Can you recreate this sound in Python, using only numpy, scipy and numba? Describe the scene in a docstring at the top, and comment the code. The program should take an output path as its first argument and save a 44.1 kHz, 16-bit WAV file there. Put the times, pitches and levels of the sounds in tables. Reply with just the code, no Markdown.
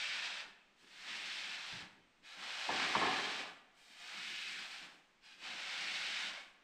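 """Sanding a boat hull

Two people push a long sanding board to and fro over the filler of a boat hull: five slow strokes in a big shed.
Each stroke lands lightly, bites, swells with speed and is pulled up; filtered grains rasp, hull modes drum.
On the third the board catches, knocks and judders (rung impulses, stick-slip jerks). A foot lands heavily once.
Decaying noise echoes fill the turns, over faint room noise and one thin whistle."""
import sys
import numpy as np
from scipy import signal
from scipy.fft import rfft, irfft, next_fast_len
from scipy.io import wavfile
from scipy.ndimage import uniform_filter1d
from numba import njit

SR = 44100
rng = np.random.default_rng(int(sys.argv[2]) if len(sys.argv) > 2 else 0)


def wrap_up_sound(samples):
    """Save the sound to the file named by the first command line argument, as 16-bit audio."""
    columns = np.atleast_2d(samples).T
    # keep every value between -1 and 1, then stretch to whole-number steps
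    tamed = np.clip(columns, -1, 1)
    steps = np.round(tamed * 32767).astype(np.int16)
    wavfile.write(sys.argv[1], SR, steps)


N = 292383
T = np.arange(N) / SR

# light touches of the board at a few spots:
# (time [s], half length [s], level [dB], lowest ring [Hz], fine hiss re rasp [dB])
SPOT_TOUCHES = [(2.293, 0.057, -60.5, 2100, 0.5), (3.856, 0.094, -77, 2370, 17.5),
                (4.023, 0.053, -70, 1800, 7), (5.293, 0.063, -60, 1580, 4.5)]
# modes of board and hull shaken together: (frequency [Hz], width [Hz], relative level [dB])
SHAKEN_MODES = [(85, 20, -8), (125, 24, -9.5), (158, 26, -2), (240, 51, 1), (296, 32, 4.5), (370, 53, 0.5),
                (417, 37, 1.5), (484, 63, -3.5), (617, 78, -3), (749.6, 62, 3), (900, 100, -0.5),
                (1009, 75, 1.5), (1084.5, 104, -1), (1190, 35, 2.5), (1287, 180, -6.5), (1500, 160, -18),
                (1720, 57, 0)]


def sanding():
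    """Thousands of grit tips tear at the filler; the long board grips unevenly along its length."""
    # grit heard through the board: (frequency [Hz], gain [dB])
    rasp_spectrum = [(240, -58.5), (400, -24), (466, -22.5), (503, -14.5), (808, -11), (956, -10),
                     (1730, -3), (1930, -2.5), (2580, -1.5), (3720, -3), (5210, -9), (6760, -18),
                     (8000, -18.5), (10500, -37), (15400, -43.5)]
    # the board's own rings: (frequency [Hz], width [Hz], mean level re rasp [dB])
    board_modes = [(743, 124, -8), (1476, 170, -17.5), (1710.5, 41, -11.5), (2215, 91, -10.5),
                   (2550, 110, -14), (3880, 61, -22)]
    # grit digs deeper or skips: (time [s], half length [s], added level [dB])
    digs = [(0.256, 0.028, 1.5), (1.106, 0.027, 2), (2.805, .055, 3.5), (4.205, 0.044, 1.5),
            (4.686, 0.018, -3.5), (5.454, 0.0227, 1.5)]
    # rings of the loosely held board: (multiple of the lowest ring [-])
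    touch_ratios = (0.98, 1.78, 3.1)
    board_wander_db = 4
    sing_width_hz, sing_octaves_per_db = 700, 0.8  # strongest resonance sinks as the board slows
    # fine hiss re rasp: dB gained per dB of pressure or speed lost
    hiss_per_lightness, hiss_per_slowness = 0.52, 0.26
    touch_ring_db, touch_ring_width_hz = -2.5, 130

    landed, pressure_db, speed_db, (rasp_db, hollow_db, _, fine_db, hz, sing_db) = arms()
    fine_grit = grains(rate=16000, spread_db=3)
    coarse_grit = grains(rate=350, spread_db=2.0)
    grit = unit(fine_grit + undb(-11) * coarse_grit)
    grip_db = 0.43 * walk(rate=40) + 0.14 * walk(rate=14)
    tearing = colour(grit, rasp_spectrum)
    # the rings come and go as the contact moves
    rings = sum(ring(tearing, [mode]) * undb(board_wander_db * walk(rate=12)) for mode in board_modes)
    rasp = unit(tearing + rings) * undb(grip_db)
    hollow, rest = split(rasp, 1280)
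    middle, hiss = split(rest, 8450)

    sing_hz = hz * 2 ** (sing_octaves_per_db * speed_db + 0.08 * walk(rate=6.2))
    singing = undb(sing_db) * moving_band(rasp, sing_hz, float(sing_width_hz))
    dig_db = sum(db * swell(centre, half_s) for centre, half_s, db in digs)
    # hollow register follows pressure alone, rasp pressure and speed; a light slow slide is mostly fine hiss
    fine = hiss * undb(fine_db - hiss_per_lightness * pressure_db - hiss_per_slowness * speed_db)
    bright = undb(rasp_db + speed_db) * (undb(dig_db) * (middle + singing) + fine)
    out = landed * undb(pressure_db) * (undb(hollow_db) * hollow + bright)

    for centre, half_s, db, touch_hz, hiss_db in SPOT_TOUCHES:
        modes = [(ratio * touch_hz, ratio * touch_ring_width_hz, touch_ring_db) for ratio in touch_ratios]
        loose = sum(ring(rasp, [mode]) for mode in modes)
        scrape = hollow + middle + loose + undb(hiss_db) * hiss
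        out = out + undb(db) * swell(centre, half_s) * scrape
    return out


def arms():
    """Each stroke lands, is pressed home, speeds up, slows, brakes and lifts: pressure, speed and tone."""
    # strokes: (brake time [s], slide before it [s], pressing in [s], fastest before braking [s],
    # coasting after braking [s], slowing [dB/s^2], rasp [dB], hollow register [dB], hull drumming [dB],
    # fine hiss re rasp [dB], board resonance [Hz], resonance re rasp [dB])
    strokes = [(0.41, 1.0, .4, 0.34, 0.038, 45, -41, -45.5, -74, -4, 2350, -12.5),
               (1.809, 1.064, 0.35, 0.44, 0.04, 24.5, -44.5, -47.5, -71, -0.5, 3350, -13.5),
               (3.41, 1.193, .22, 0.42, 0.07, 22.5, -40, -42, -69.5, -1, 2240, -6.5),
               (4.85, 1.12, .39, 0.45, 0.083, 35, -46, -53.5, -74, 3.5, 2830, -5),
               (6.285, 0.9673, 0.1413, .25, 0.1027, 20.5, -41, -44.5, -67.5, -2, 2830, -13)]
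    first_touch_db, release_db_per_s = -27, 184
    landing_s, brake_db, brake_s = 0.05, -7, 0.0372

    rows = np.array(strokes)
    starts = rows[:, 0] - rows[:, 1]
    current = np.searchsorted(starts[1:], T)
    brake, _, pressing, lead, coasting, slowing, *tone = rows[current].T
    start = starts[current]
    bite, fastest, lift = start + pressing, brake - lead, brake + coasting
    lightness = np.clip(1 - since(start) / pressing, 0, 1)
    pressure_db = first_touch_db * lightness - release_db_per_s * since(lift)
    slide_db = -slowing * np.square(np.clip(T, bite, lift) - fastest)
    speed_db = slide_db + brake_db * np.minimum(since(brake) / brake_s, 1)
    landed = np.minimum(since(start) / landing_s, 1)
    return landed, pressure_db, speed_db, tone


def reflections(x):
    """Hull and floor send back close copies; their lags drift, so the rasp's colour shifts."""
    touch_reflection = 0.17
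    # few spots of contact give clearer reflections and a hollower scrape
    touching = sum(swell(centre, half_s) for centre, half_s, *_ in SPOT_TOUCHES)
    share = 0.09 + touch_reflection * touching
    mean_lags_s = (0.0013, 0.0023, 0.0037)
    copies = sum(delayed(x, lag_s * (1 + 0.069 * walk(rate=1.5))) for lag_s in mean_lags_s)
    return x + share * split(copies, 7600)[0]


def hull_drum():
    """Bumps in the filler shake the hull's panels, more so the harder the board bears on them."""
    # hollow hull under steady rubbing: (frequency [Hz], width [Hz], relative level [dB])
    hull_modes = [(104.8, 47, -16), (179.6, 32, 2), (217, 61, 0.5), (300, 54, 1), (389, 86, -3.5)]
    # soft bumps as the pair shift their weight: (time [s], level [dB])
    bumps = [(.47, -71), (.85, -70), (1.14, -65), (1.84, -65.5), (1.98, -71), (2.23, -76), (4.18, -66.5),
             (4.31, -67), (4.58, -67), (4.84, -68.5)]
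    bump_half_s = 0.042
    drum_per_pressure, drum_wander_db = 0.58, 3  # dB per dB; unevenness

    landed, pressure_db, _, (_, _, drum_db, *_) = arms()
    panels = ring(grains(rate=1200, spread_db=4), hull_modes)
    panels = colour(panels, [(50, 0), (90, 2.5), (160, 0.5), (420, -0.5), (1000, 2)])
    rubbed_db = drum_db + drum_per_pressure * pressure_db + drum_wander_db * walk(rate=14)
    rubbed = landed * undb(rubbed_db)
    bumped = sum(undb(db) * swell(centre, bump_half_s) for centre, db in bumps)
    return unit(panels) * np.hypot(rubbed, bumped)


def judder():
    """After a catch the board sticks and slips in uneven jerks that ring board and hull, then die or lift."""
    # catches: (time [s], level [dB], decay [dB/s])
    catches = [(2.679, -40, 24.5), (2.955, -41, 49), (3.001, -34.5, 56.5)]
    rise_s = 0.0178

    _, pressure_db, _, _ = arms()
    jerk_hz = 36 * np.exp(0.3 * walk(rate=30))
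    phase = np.cumsum(jerk_hz) / SR % 1
    jerks = (0.99 + np.exp(-phase / 0.14)) * grains(rate=5000, spread_db=3)
    body = ring(jerks, SHAKEN_MODES)
    body = colour(body, [(35, -28.5), (75, -8.5), (1800, 3.0), (4000, -5.5), (9000, -30)])
    shaking = []
    for start, db, fall in catches:
        rise = np.minimum(since(start) / rise_s, 1)
        shaking.append(rise * undb(db - fall * since(start)))
    return unit(body) * np.linalg.norm(shaking, axis=0) * undb(pressure_db)


def knocks():
    """The board's edge clacks on the hull and bounces once; the panels' boom swells more slowly."""
    # knocks, peaks before the shed mix:
    # (time [s], clack peak [dB], clack pitch [Hz], first ring width [Hz], boom peak [dB])
    hull_knocks = [(2.691, -27, 839, 170, -35), (2.952, -21, 1020, 418, -27.5),
                   (3.015, -38, 766, 260, -31.5), (3.051, -26.5, 1120, 600, -33)]
    bounce_s = 0.00436
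    out = np.zeros(N)
    for start, clack_db, hz, width, boom_db in hull_knocks:
        blow = signal.unit_impulse(SR // 2) + 0.047 * contact(rise_s=0.0017)
        rung = ring(blow, [(hz, width, 0)])
        clack = peak(ring(rung, [(hz, 1.3 * width, 0)]), clack_db)
        add(out, start, clack)
        add(out, start + bounce_s, 0.75 * clack)
        panels, _ = split(ring(contact(rise_s=0.0081), SHAKEN_MODES), 1244)
        add(out, start, peak(panels, boom_db))
    return out


def steps():
    """One heavy footfall: soft rough contacts ring the floor's low modes in close succession."""
    # contacts of the foot, peaks before the shed mix: (time [s], peak [dB])
    footfalls = [(1.716, -51), (1.744, -55.5), (1.803, -56)]
    floor = [(86.5, 25, -1), (126.6, 24.5, 1.0), (169, 52, -1)]
    out = np.zeros(N)
    for start, db in footfalls:
        thump, _ = split(ring(contact(rise_s=0.012), floor), 273)
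        add(out, start, peak(thump, db))
    return out


def whistle():
    """A faint thin whistle, a slightly unsteady sine, in the turn before the third stroke."""
    hz = 8410 + 6 * walk(rate=40)
    tone = np.sin(2 * np.pi * np.cumsum(hz) / SR)
    return undb(-92) * swell(2.125, 0.094) * tone


def shed(x, wet_db, count=1):
    """Direct sound plus echo at constant power; a moving source passes through count echo patterns."""
    place = np.linspace(0, count - 1, N)
    echo = np.zeros(N)
    for k in range(count):
        share = np.sqrt(np.maximum(1 - np.abs(place - k), 0))
        echo += signal.oaconvolve(x * share, shed_tail())[:N]
    return (x + undb(wet_db) * echo) / np.hypot(1, undb(wet_db))


def shed_tail():
    """One diffuse echo of the shed, energy near 1; its treble dies first."""
    t60_low_s, t60_mid_s, t60_top_s = 0.95, 0.78, 0.25
    t = T[:SR]
    low, rest = split(rng.standard_normal(SR), 850)
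    mid, top = split(rest, 3700)
    bands = ((low, t60_low_s), (mid, t60_mid_s), (top, t60_top_s))
    tail = sum(band * np.exp(-np.log(1000) * t / t60_s) for band, t60_s in bands)
    build_up = np.clip(t / 0.015, 0, 1)
    return tail * build_up * np.sqrt(2 * np.log(1000) / (t60_mid_s * SR))


def air():
    """Faint room noise, nearly steady: coloured noise with a slow level wander."""
    # still air of the shed: (frequency [Hz], gain [dB])
    air_spectrum = [(25, 4.5), (60, -24), (120, -12), (200, -1.5), (450, -7), (1000, -7), (2500, -7.5),
                    (5000, -16.5), (8000, -23.5), (10500, -40), (15500, -38)]
    mean_db = -72.5
    wander_db = 0.6 * walk(rate=3.5)
    return unit(colour(rng.standard_normal(N), air_spectrum)) * undb(mean_db + wander_db)


def undb(db):
    """Decibels to gain."""
    return 10 ** (np.asarray(db) / 20)


def unit(x):
    """Scale to rms 1."""
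    return x / np.sqrt(np.mean(x ** 2))


def peak(x, db):
    """Scale to a peak level."""
    return x * undb(db) / np.max(np.abs(x))


def walk(rate):
    """Slow random wander, rms 1: random steps, rate a second, smoothed twice."""
    k = max(int(SR / rate), 1)
    held = np.repeat(rng.standard_normal(N // k + 1), k)
    return unit(uniform_filter1d(uniform_filter1d(held, k), k)[:N])


def grains(rate, spread_db):
    """Tiny impacts at random moments, rate a second, of scattered size and either sign."""
    hit = rng.random(N) < rate / SR
    sign = np.sign(rng.standard_normal(N))
    return unit(hit * sign * undb(spread_db * rng.standard_normal(N)))


def contact(rise_s):
    """A short rough push: noise under an envelope that swells to 1 and dies away."""
    age = T[:SR // 2] / rise_s
    return age * np.exp(1 - age) * rng.standard_normal(len(age))


def colour(x, points):
    """Filter by a spectrum of (frequency [Hz], gain [dB]) points."""
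    hz, db = np.transpose(points)
    size = next_fast_len(len(x) + SR // 10)
    f = np.maximum(np.fft.rfftfreq(size, 1 / SR), 1)
    gain = undb(np.interp(np.log(f), np.log(hz), db))
    return irfft(rfft(x, size) * gain, size)[:len(x)]


def split(x, hz):
    """The parts below and above a frequency; they sum to the whole."""
    lowpass = signal.butter(2, min(hz, SR / 2 - 1), fs=SR, output="sos")
    low = signal.sosfiltfilt(lowpass, x)
    return low, x - low


def ring(x, modes):
    """Drive damped resonances (Hz, width Hz, dB); neighbours swing in opposite senses."""
    out = np.zeros(len(x))
    for k, (hz, width, db) in enumerate(modes):
        b, a = signal.iirpeak(hz, hz / width, SR)
        out += (-1) ** k * undb(db) * signal.lfilter(b, a, x)
    return out


@njit
def moving_band(x, hz, width):
    """A resonance whose centre moves; gain 1 at the centre."""
    y, b, l = np.empty(len(x)), 0., 0.  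# output, band and low-pass states
    for i in range(len(x)):
        g, k = np.tan(np.pi * hz[i] / SR), width / hz[i]
        v = (b + g * (x[i] - l)) / (1 + g * (g + k))
        b, l, y[i] = 2 * v - b, l + 2 * g * v, k * v
    return y


def delayed(x, lag_s):
    """The sound a fixed or moving lag later."""
    return np.interp(T - lag_s, T, x)


def swell(centre, half_s):
    """A flat-topped window in time."""
    return np.exp(-((T - centre) / half_s) ** 4)


def since(start):
    """Seconds since a moment; zero before it."""
    return np.maximum(T - start, 0)


def add(out, start, sound):
    """Mix a short sound in at a time."""
    i = int(start * SR)
    out[i:i + len(sound)] += sound[:N - i]


def scene():
    """All sources in the shed; rubbing travels through six echo patterns, thumps share one."""
    rubbing = reflections(shed(sanding(), wet_db=-7.5, count=6))
    thumps = shed(hull_drum() + judder() + knocks() + steps(), wet_db=-9.0)
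    return (rubbing + thumps + whistle() + air())[None]


def record(dry):
    """A steep elliptic low-pass cuts the top."""
    top_hz = 15500
    lowpass = signal.ellip(10, 0.2, 70, top_hz, fs=SR, output="sos")
    return signal.sosfilt(lowpass, dry)


dry = scene()
out = record(dry)
wrap_up_sound(out)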